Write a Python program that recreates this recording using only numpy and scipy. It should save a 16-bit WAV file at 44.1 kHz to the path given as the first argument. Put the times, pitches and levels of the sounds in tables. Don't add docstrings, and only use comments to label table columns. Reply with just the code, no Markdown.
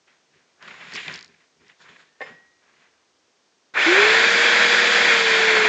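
import sys
import numpy as np
from scipy import signal
from scipy.fft import rfft, irfft
from scipy.io import wavfile
from scipy.ndimage import uniform_filter1d

SR = 44100
rng = np.random.default_rng(int(sys.argv[2]) if len(sys.argv) > 2 else 0)


def generate_wav(signal):
    frames = np.transpose(np.atleast_2d(signal))
    scaled = np.clip(frames, -1, 1) * 32767
    pcm = np.round(scaled).astype(np.int16)
    wavfile.write(sys.argv[1], SR, pcm)


def invert_db(level):
    return 10 ** (np.asarray(level, dtype=float) / 20)


N = 250488
SWITCH_ON_S, BELT_FREE_S = 3.738, .13
FULL_SPEED = 475


def rms_one(x):
    return x / np.sqrt(np.mean(x ** 2) + 1e-20)


def in_time(rows):
    s, *columns = np.transpose(rows)
    return [np.interp(np.arange(N) / SR, s, c) for c in columns]


def drift(rate):
    r = np.exp(-80 * np.pi * rate / SR)
    slow = signal.lfilter([1], [1, -2 * r, r * r], rng.standard_normal(N // 40 + 2002))
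    slow = rms_one(slow[2000:])
    return np.interp(np.arange(N) / 40, np.arange(len(slow)), slow)


def colour(x, spectrum):
    hz, level_db = np.transpose(spectrum)
    grid = np.maximum(np.arange(N // 2 + 1) * SR / N, 1)
    return rms_one(irfft(rfft(x) * invert_db(np.interp(np.log(grid), np.log(hz), level_db)), N))


def grains(per_s, spread_db):
    sizes = invert_db(spread_db * np.minimum(rng.exponential(1, N), 4)) * rng.choice([-1, 1], N)
    return sizes * (rng.random(N) < per_s / SR)


def ring(clicks, hz, t60):
    r, w = invert_db(-60 / (t60 * SR)), 2 * np.pi * hz / SR
    return signal.lfilter([0, np.sin(w)], [1, -2 * r * np.cos(w), r * r], clicks + 1e-18)


def resonances(x, rows, ring_factor):
    return sum(invert_db(db) * rms_one(ring(x, hz, ring_factor / width)) for hz, width, db in rows)


def click(s, peak_db):
    return invert_db(peak_db) * (np.arange(N) == round(s * SR))


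def swells(rows):
    time = np.arange(0, N + 16, 16) / SR
    power = 0
    for s, rise, fall, db in rows:
        away = np.maximum((s - time) / abs(rise), (time - s) / abs(fall))
        power = power + invert_db(db - 20 * away) ** 2
    return np.interp(np.arange(N) / SR, time, np.sqrt(power))


# frequency in Hz, density in dB per Hz.
FLOOR = [(24, -45), (40, -29), (170, -9), (366, -2.5), (392, -3), (438, -3), (575, -6), (689, -6),
         (2550, -11), (6300, -10.5), (8840, -26), (11500, -66), (19400, -120)]


def microphone_floor():
    return invert_db(-65) * colour(rng.standard_normal(N), FLOOR)


def workshop(x):
    time, t60_s, room_db, wall_cut_hz = np.arange(SR) / SR, 0.47, -19.5, 2100
    tail = rng.standard_normal(SR) * invert_db(-60 * time / t60_s) * (time > .012)
    tail = signal.sosfilt(signal.butter(1, wall_cut_hz, fs=SR, output="sos"), tail)
    return invert_db(room_db) * signal.fftconvolve(x, tail / np.sqrt(np.sum(tail ** 2)))[:N]


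# time in seconds, pressure in dB, sliding speed in dB.
DRAG = [
    (.575, -71, -80),
    (.63, -49.5, -49.5),
    (.74, -50, -48),
    (.91, -46.5, -43.5),
    (.96, -43.5, -37),
    (1.04, -49.5, -37.5),
    (1.09, -42, -39.5),
    (1.15, -47.5, -39.5),
    (1.27, -64.5, -63),
]
# peak in seconds, rise and fall in seconds per 20 dB (sign ignored), level in dB, brightness in dB.
MOVES = [(.08, .012, 0.16, -62.5, 2.5), (.35, .07, 0.3, -67, 2), (0.681, 0.013, -0.12, -45.5, 0),
         (1.3, 0.067, 0.3, -64.5, 3), (1.405, .015, .06, -64, 5), (1.61, .02, 0.2, -63.5, 1),
         (1.7, .07, 0.06, -57, 6.5), (1.805, .015, 0.26, -57.5, -5), (1.86, 0.059, .1, -56.5, 0.5),
         (1.892, 0.016, 0.23, -53.5, 5), (2.0, 0.046, 0.09, -57, 0), (2.204, .004, 0.05, -60, 1),
         (2.216, .006, 0.0741, -47, 8.5), (2.284, 0.066, 0.07, -48, -2), (2.312, 0.027, 0.17, -57, -1),
         (2.47, .3, 0, -73, 4), (2.632, .03, 0.6, -70, -5), (2.812, 0.3, .22, -62.5, 2.5)]
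# peak in seconds, level in dB.
THUDS = [(.36, -62), (.95, -44.5), (1.1, -45.5), (1.16, -53), (1.29, -58.5), (1.615, -57), (1.9, -56),
         (2.226, -72), (2.312, -52)]
# peak in seconds, level in dB.
SWISHES = [(.955, -45), (1.15, -52), (1.82, -55.5), (2.0, -59.5)]
# frequency in Hz, density in dB per Hz.
SCRAPE = [(290, -37), (500, -8.5), (892, -7.5), (1050, -2.5), (1280, -4.5), (1660, -0.5), (1800, -8),
          (2340, -47), (3960, -120)]
SCRAPE_EDGE = [(970, -51), (1650, -3.5), (1900, 6.5), (2420, 4.5), (2670, 0.5), (3210, -5), (3850, -15),
               (4200, -27), (5460, -37), (9240, -120)]
SCRATCH = [(1900, -40.5), (2500, -3), (3200, 0.5), (4200, -2.5), (5200, -29), (8000, -100)]
RUMBLE = [(18, -40), (30, -20), (112, -14.5), (151, 2.5), (333, -8), (387, 0), (600, -23.5), (780, -38),
          (1320, -120)]
HISS = [(2060, -26), (3500, -0.5), (5360, -8), (6050, -14), (7060, -7), (7510, -16), (8840, -40),
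        (11500, -68), (19400, -120)]
TREMOR = [(35, -29.5), (60, -1.5), (85, 0), (120, -6), (180, -40)]


def handling():
    time = np.arange(N) / SR
    dragging = (time > DRAG[0][0]) * (time < DRAG[-1][0])
    pressure, sliding = invert_db(np.array(in_time(DRAG))) * dragging
    dull_moves = [(s, rise, fall, db - bright_db / 2) for s, rise, fall, db, bright_db in MOVES]
    sharp_moves = [(s, rise, fall, db + bright_db / 2) for s, rise, fall, db, bright_db in MOVES]
    dull = np.hypot(pressure, swells(dull_moves))
    sharp = np.hypot(sliding, swells(sharp_moves))
    thud = np.hypot(invert_db(-9.5) * dull, swells([(s, .06, 0.1, db) for s, db in THUDS]))
    swish = np.hypot(invert_db(-8.5) * sharp, swells([(s, 0.051, 0.09, db) for s, db in SWISHES]))

    slips = grains(per_s=3000, spread_db=2.0) + 0.26 * rng.standard_normal(N)
    catch = invert_db(2.0 * drift(50))
    scrape = dull * colour(slips, SCRAPE) + sharp * colour(slips, SCRAPE_EDGE)
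    rumble = thud * invert_db(0.83 * drift(23)) * colour(rng.standard_normal(N), RUMBLE)
    hiss = swish * colour(grains(per_s=17000, spread_db=-2.0), HISS)
    brightness = (sharp / (dull + 1e-9)) ** 0.43
    scratch = invert_db(-17.5 + 2.5 * drift(9)) * sharp * brightness * colour(slips, SCRATCH)
    shake = np.hypot(invert_db(-90 + 4.0 * drift(3)), invert_db(-18) * thud)
    tremor = shake * colour(rng.standard_normal(N), TREMOR)
    return catch * (scrape + scratch) + rumble + hiss + tremor


def snaps(events, bands, length_s):
    out, time = np.zeros(N), np.arange(600) / SR
    for (s, peak_db, hz), noise in zip(events, rng.standard_normal((len(events), 600))):
        push = noise * time * np.exp(-time / length_s)
        for low, high, db in bands:
            band = signal.butter(2, [hz * low, hz * high], "band", fs=SR, output="sos")
            part = signal.sosfilt(band, push)
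            out[round(s * SR):][:600] += invert_db(peak_db + db) * part / np.abs(part).max()
    return signal.sosfilt(signal.butter(8, 7200, fs=SR, output="sos"), out)


# time in seconds, peak in dB, ring in Hz.
TICKS = [(.9208, -37, 4500), (.9365, -25, 4800), (.9437, -29, 4700), (.9507, -25, 5500), (.9575, -27, 5300),
         (.9637, -24, 4700), (1.1245, -36, 5500), (1.1390, -26, 4900), (1.1450, -33, 4900),
         (1.1575, -30, 5100), (1.1755, -36, 4600), (1.1900, -34, 4700), (1.2085, -32, 4700),
         (1.2265, -31, 4500), (1.2450, -34, 4900), (1.2595, -44, 4500), (1.2780, -46, 4700),
         (1.6806, -45, 4800)]
# time in seconds, peak in dB, ring in Hz.
BUMPS = [
    (.6248, -32, 3300),
    (.6762, -29, 2400),
    (.6812, -26, 1800),
    (1.0800, -16, 2600),
    (1.0962, -22, 2000),
    (1.8885, -37, 2100),
    (2.8550, -49, 1500),
]


def contacts():
    ticks = snaps(TICKS, [(.87, 1.16, 1), (1.25, 1.5, -8)], length_s=.0006)
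    return ticks + snaps(BUMPS, [(.7, 1, -3), (1, 1.4, -5)], length_s=.0008)


# time in seconds, strength in dB.
KNOCK = [
    (2.2065, -31),
    (2.2125, -31),
    (2.2180, -31),
    (2.2230, -33),
]
# frequency in Hz, level in dB, t60 in seconds.
LATH = [(526, 3.5, 0.036), (782, -2, 0.038), (1090, -9.5, 0.052), (1810, 1.5, 0.065), (2112, -9, 0.12)]


def lath():
    shape = (len(LATH), len(KNOCK))
    strengths = rng.choice([-1, 1], shape) * invert_db(rng.normal(0, 1.9, shape))
    out = np.zeros(N)
    for (hz, level_db, t60), row in zip(LATH, strengths):
        touches = sum(k * click(s, db + level_db) for k, (s, db) in zip(row, KNOCK))
        out += ring(touches, hz, t60)
    return signal.sosfilt(signal.butter(2, 300, "high", fs=SR, output="sos"), out)


# frequency in Hz, peak in dB, t60 in seconds.
PIPE = [(1901, -42, .9), (1898.4, -43, .55), (1490, -50, .3), (2121, -43, .3), (5130, -56, .45),
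        (5140, -58, .4)]
# time in seconds, peak in dB, frequency in Hz, t60 in seconds.
PIPE_BRUSH = (2.07, -65, 1810, 1.5)


def pipe():
    out = ring(click(*PIPE_BRUSH[:2]), *PIPE_BRUSH[2:])
    for k, (hz, peak_db, t60) in enumerate(PIPE):
        out = out + (-1) ** k * ring(click(KNOCK[0][0], peak_db), hz, t60)
    return out


# time in seconds, speed lost in turns per second.
LOAD = [
    (5.02, 0),
    (5.1, 7),
    (5.3, 26),
    (5.4, 28),
    (5.5, 34),
    (5.68, 46),
]


def shaft_speed():
    on = np.maximum(np.arange(N) / SR - SWITCH_ON_S, 0)
    run_up = FULL_SPEED - 348 * np.exp(-on / .162)
    belt_drag = 107 * np.maximum(1 - on / BELT_FREE_S, 0)
    return run_up - belt_drag - in_time(LOAD)[0]


# time in seconds, level in dB.
ROAR = [(3.725, -63), (3.745, -30), (3.773, -18.5), (3.833, -18), (3.95, -14.5), (4.083, -14), (4.311, -17),
        (4.487, -15), (4.889, -17), (5.155, -14.5), (5.22, -18), (5.68, -15.5)]
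# frequency in Hz, density in dB per Hz.
ROAR_BODY = [(35, -51.5), (60, -42), (200, -22), (300, -20), (420, -8), (700, -9.5), (1000, -10),
             (1300, -7), (1420, -2.5), (1750, 2), (2100, -2.5), (2500, 1.5), (2800, -10), (3600, -59)]
ROAR_TREBLE = [(1650, -29.5), (2800, -7), (3430, 0.5), (4260, -5.5), (4850, -9.5), (4960, -8), (5540, -14),
               (7120, -14), (7400, -16.5), (8840, -41.5), (11500, -59), (19400, -120)]
# frequency in Hz, width in Hz, level in dB.
HOUSING = [(1427, 7.9, -37.5), (1580, 60, -30), (1647, 6.4, -16.5), (1810, 100, -25.5), (2210, 38, -15),
           (2405, 98, -16), (1123, 19, -25.5), (385, 38, -24.5)]
PANELS = [(1002, 4.7, -29), (1102, 17, -34), (1396, 14, -28), (1552, 13, -18.5), (2384, 46, -22.5),
          (1845, 18, -23.5), (1996, 25, -28)]
OUTLET = [(3089, 17, -20.5), (3330, 28, -17.5), (3443, 24, -17), (3554, 55, -19.5), (3719, 40, -19.5),
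          (4010, 33, -21.5)]


def roar():
    time = np.arange(N) / SR
    air = colour(rng.standard_normal(N), ROAR_BODY)
    boxed = resonances(air, HOUSING + PANELS, 2.0)
    body = invert_db(in_time(ROAR)[0] + 1.15 * drift(34)) * rms_one(air + boxed)
    flutter = invert_db(-22 - 0.0459 * in_time(LOAD)[0] + 0.27 * drift(12.0))
    blast = colour(rng.standard_normal(N), ROAR_TREBLE)
    treble = flutter * rms_one(blast + resonances(blast, OUTLET, 1.9))
    treble *= np.clip((time - SWITCH_ON_S) / 0.054, .5, 1)
    return (body + treble * (shaft_speed() / FULL_SPEED) ** 0.78) * (time > SWITCH_ON_S)


# shaft rate in Hz, level in dB rms.
JIG = [(290, -62), (314, -25), (338, -16.5), (366, -18), (385, -26.5), (402, -18), (445, -25), (470, -30.5)]
# multiple of shaft rate, level in dB rms.
LOW_ORDERS = [(.417, -46), (.5, -43.5)]
# multiple of shaft rate, level in dB re fan tone.
FAN_ORDERS = [(4, 0), (9, -9), (10, 0), (11, -10), (16, -19)]
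# peak in seconds, rise and fall in seconds per 20 dB, level in dB.
WHINE = [
    (3.776, .02, .05, -19),
    (3.804, .03, .04, -19.5),
    (3.83, .06, .13, -31),
]


def motor_tones():
    time, speed = np.arange(N) / SR, shaft_speed()
    angle = 2 * np.pi * np.cumsum(speed) / SR
    shaft_db = np.interp(speed, *np.transpose(JIG))
    out = invert_db(shaft_db + 0.54 * drift(30)) * np.sin(angle)
    spun_up = np.clip((time - 3.8) / .5, 0, 1)
    for order, level_db in LOW_ORDERS:
        out += spun_up * invert_db(level_db + 2.05 * drift(6.4)) * np.sin(order * angle + 0.41 * drift(16))
    at_speed = time > SWITCH_ON_S + BELT_FREE_S
    fan_db = -34.5 - 2.5 * (1 - np.exp((speed - FULL_SPEED) / 40))
    unsteady = .35 + .02 * in_time(LOAD)[0]
    for order, level_db in FAN_ORDERS:
        wavering = at_speed * invert_db(fan_db + level_db + 2 * drift(15))
        out += wavering * np.sin(order * angle + unsteady * drift(25))
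    out += swells(WHINE) * invert_db(3.0 * drift(90)) * np.sin(12.2 * angle + .7 * drift(120))
    return np.sqrt(2) * out * (time > SWITCH_ON_S)


def scene():
    feet, wood = contacts(), lath()
    room = workshop(feet + invert_db(2.5) * wood)
    return (microphone_floor() + room + handling() + feet + wood + pipe() + roar() + motor_tones())[None]


def band_limit(x):
    return signal.sosfilt(signal.butter(12, 8990, fs=SR, output="sos"), x)


def record(dry):
    thin = signal.sosfilt(signal.butter(2, 61.4, "high", fs=SR, output="sos"), dry)
    band = signal.sosfiltfilt(signal.butter(6, [7780, 8280], "band", fs=SR, output="sos"), thin)
    dropped = np.repeat(rng.random(N // 1024 + 1) < .62, 1024)[:N]
    dropped = dropped * (np.arange(N) > SWITCH_ON_S * SR)
    thin = thin - uniform_filter1d(1. * dropped, size=60) * band
    return band_limit(1.17 * np.tanh(thin / 1.252))


dry = scene()
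out = record(dry)
generate_wav(out)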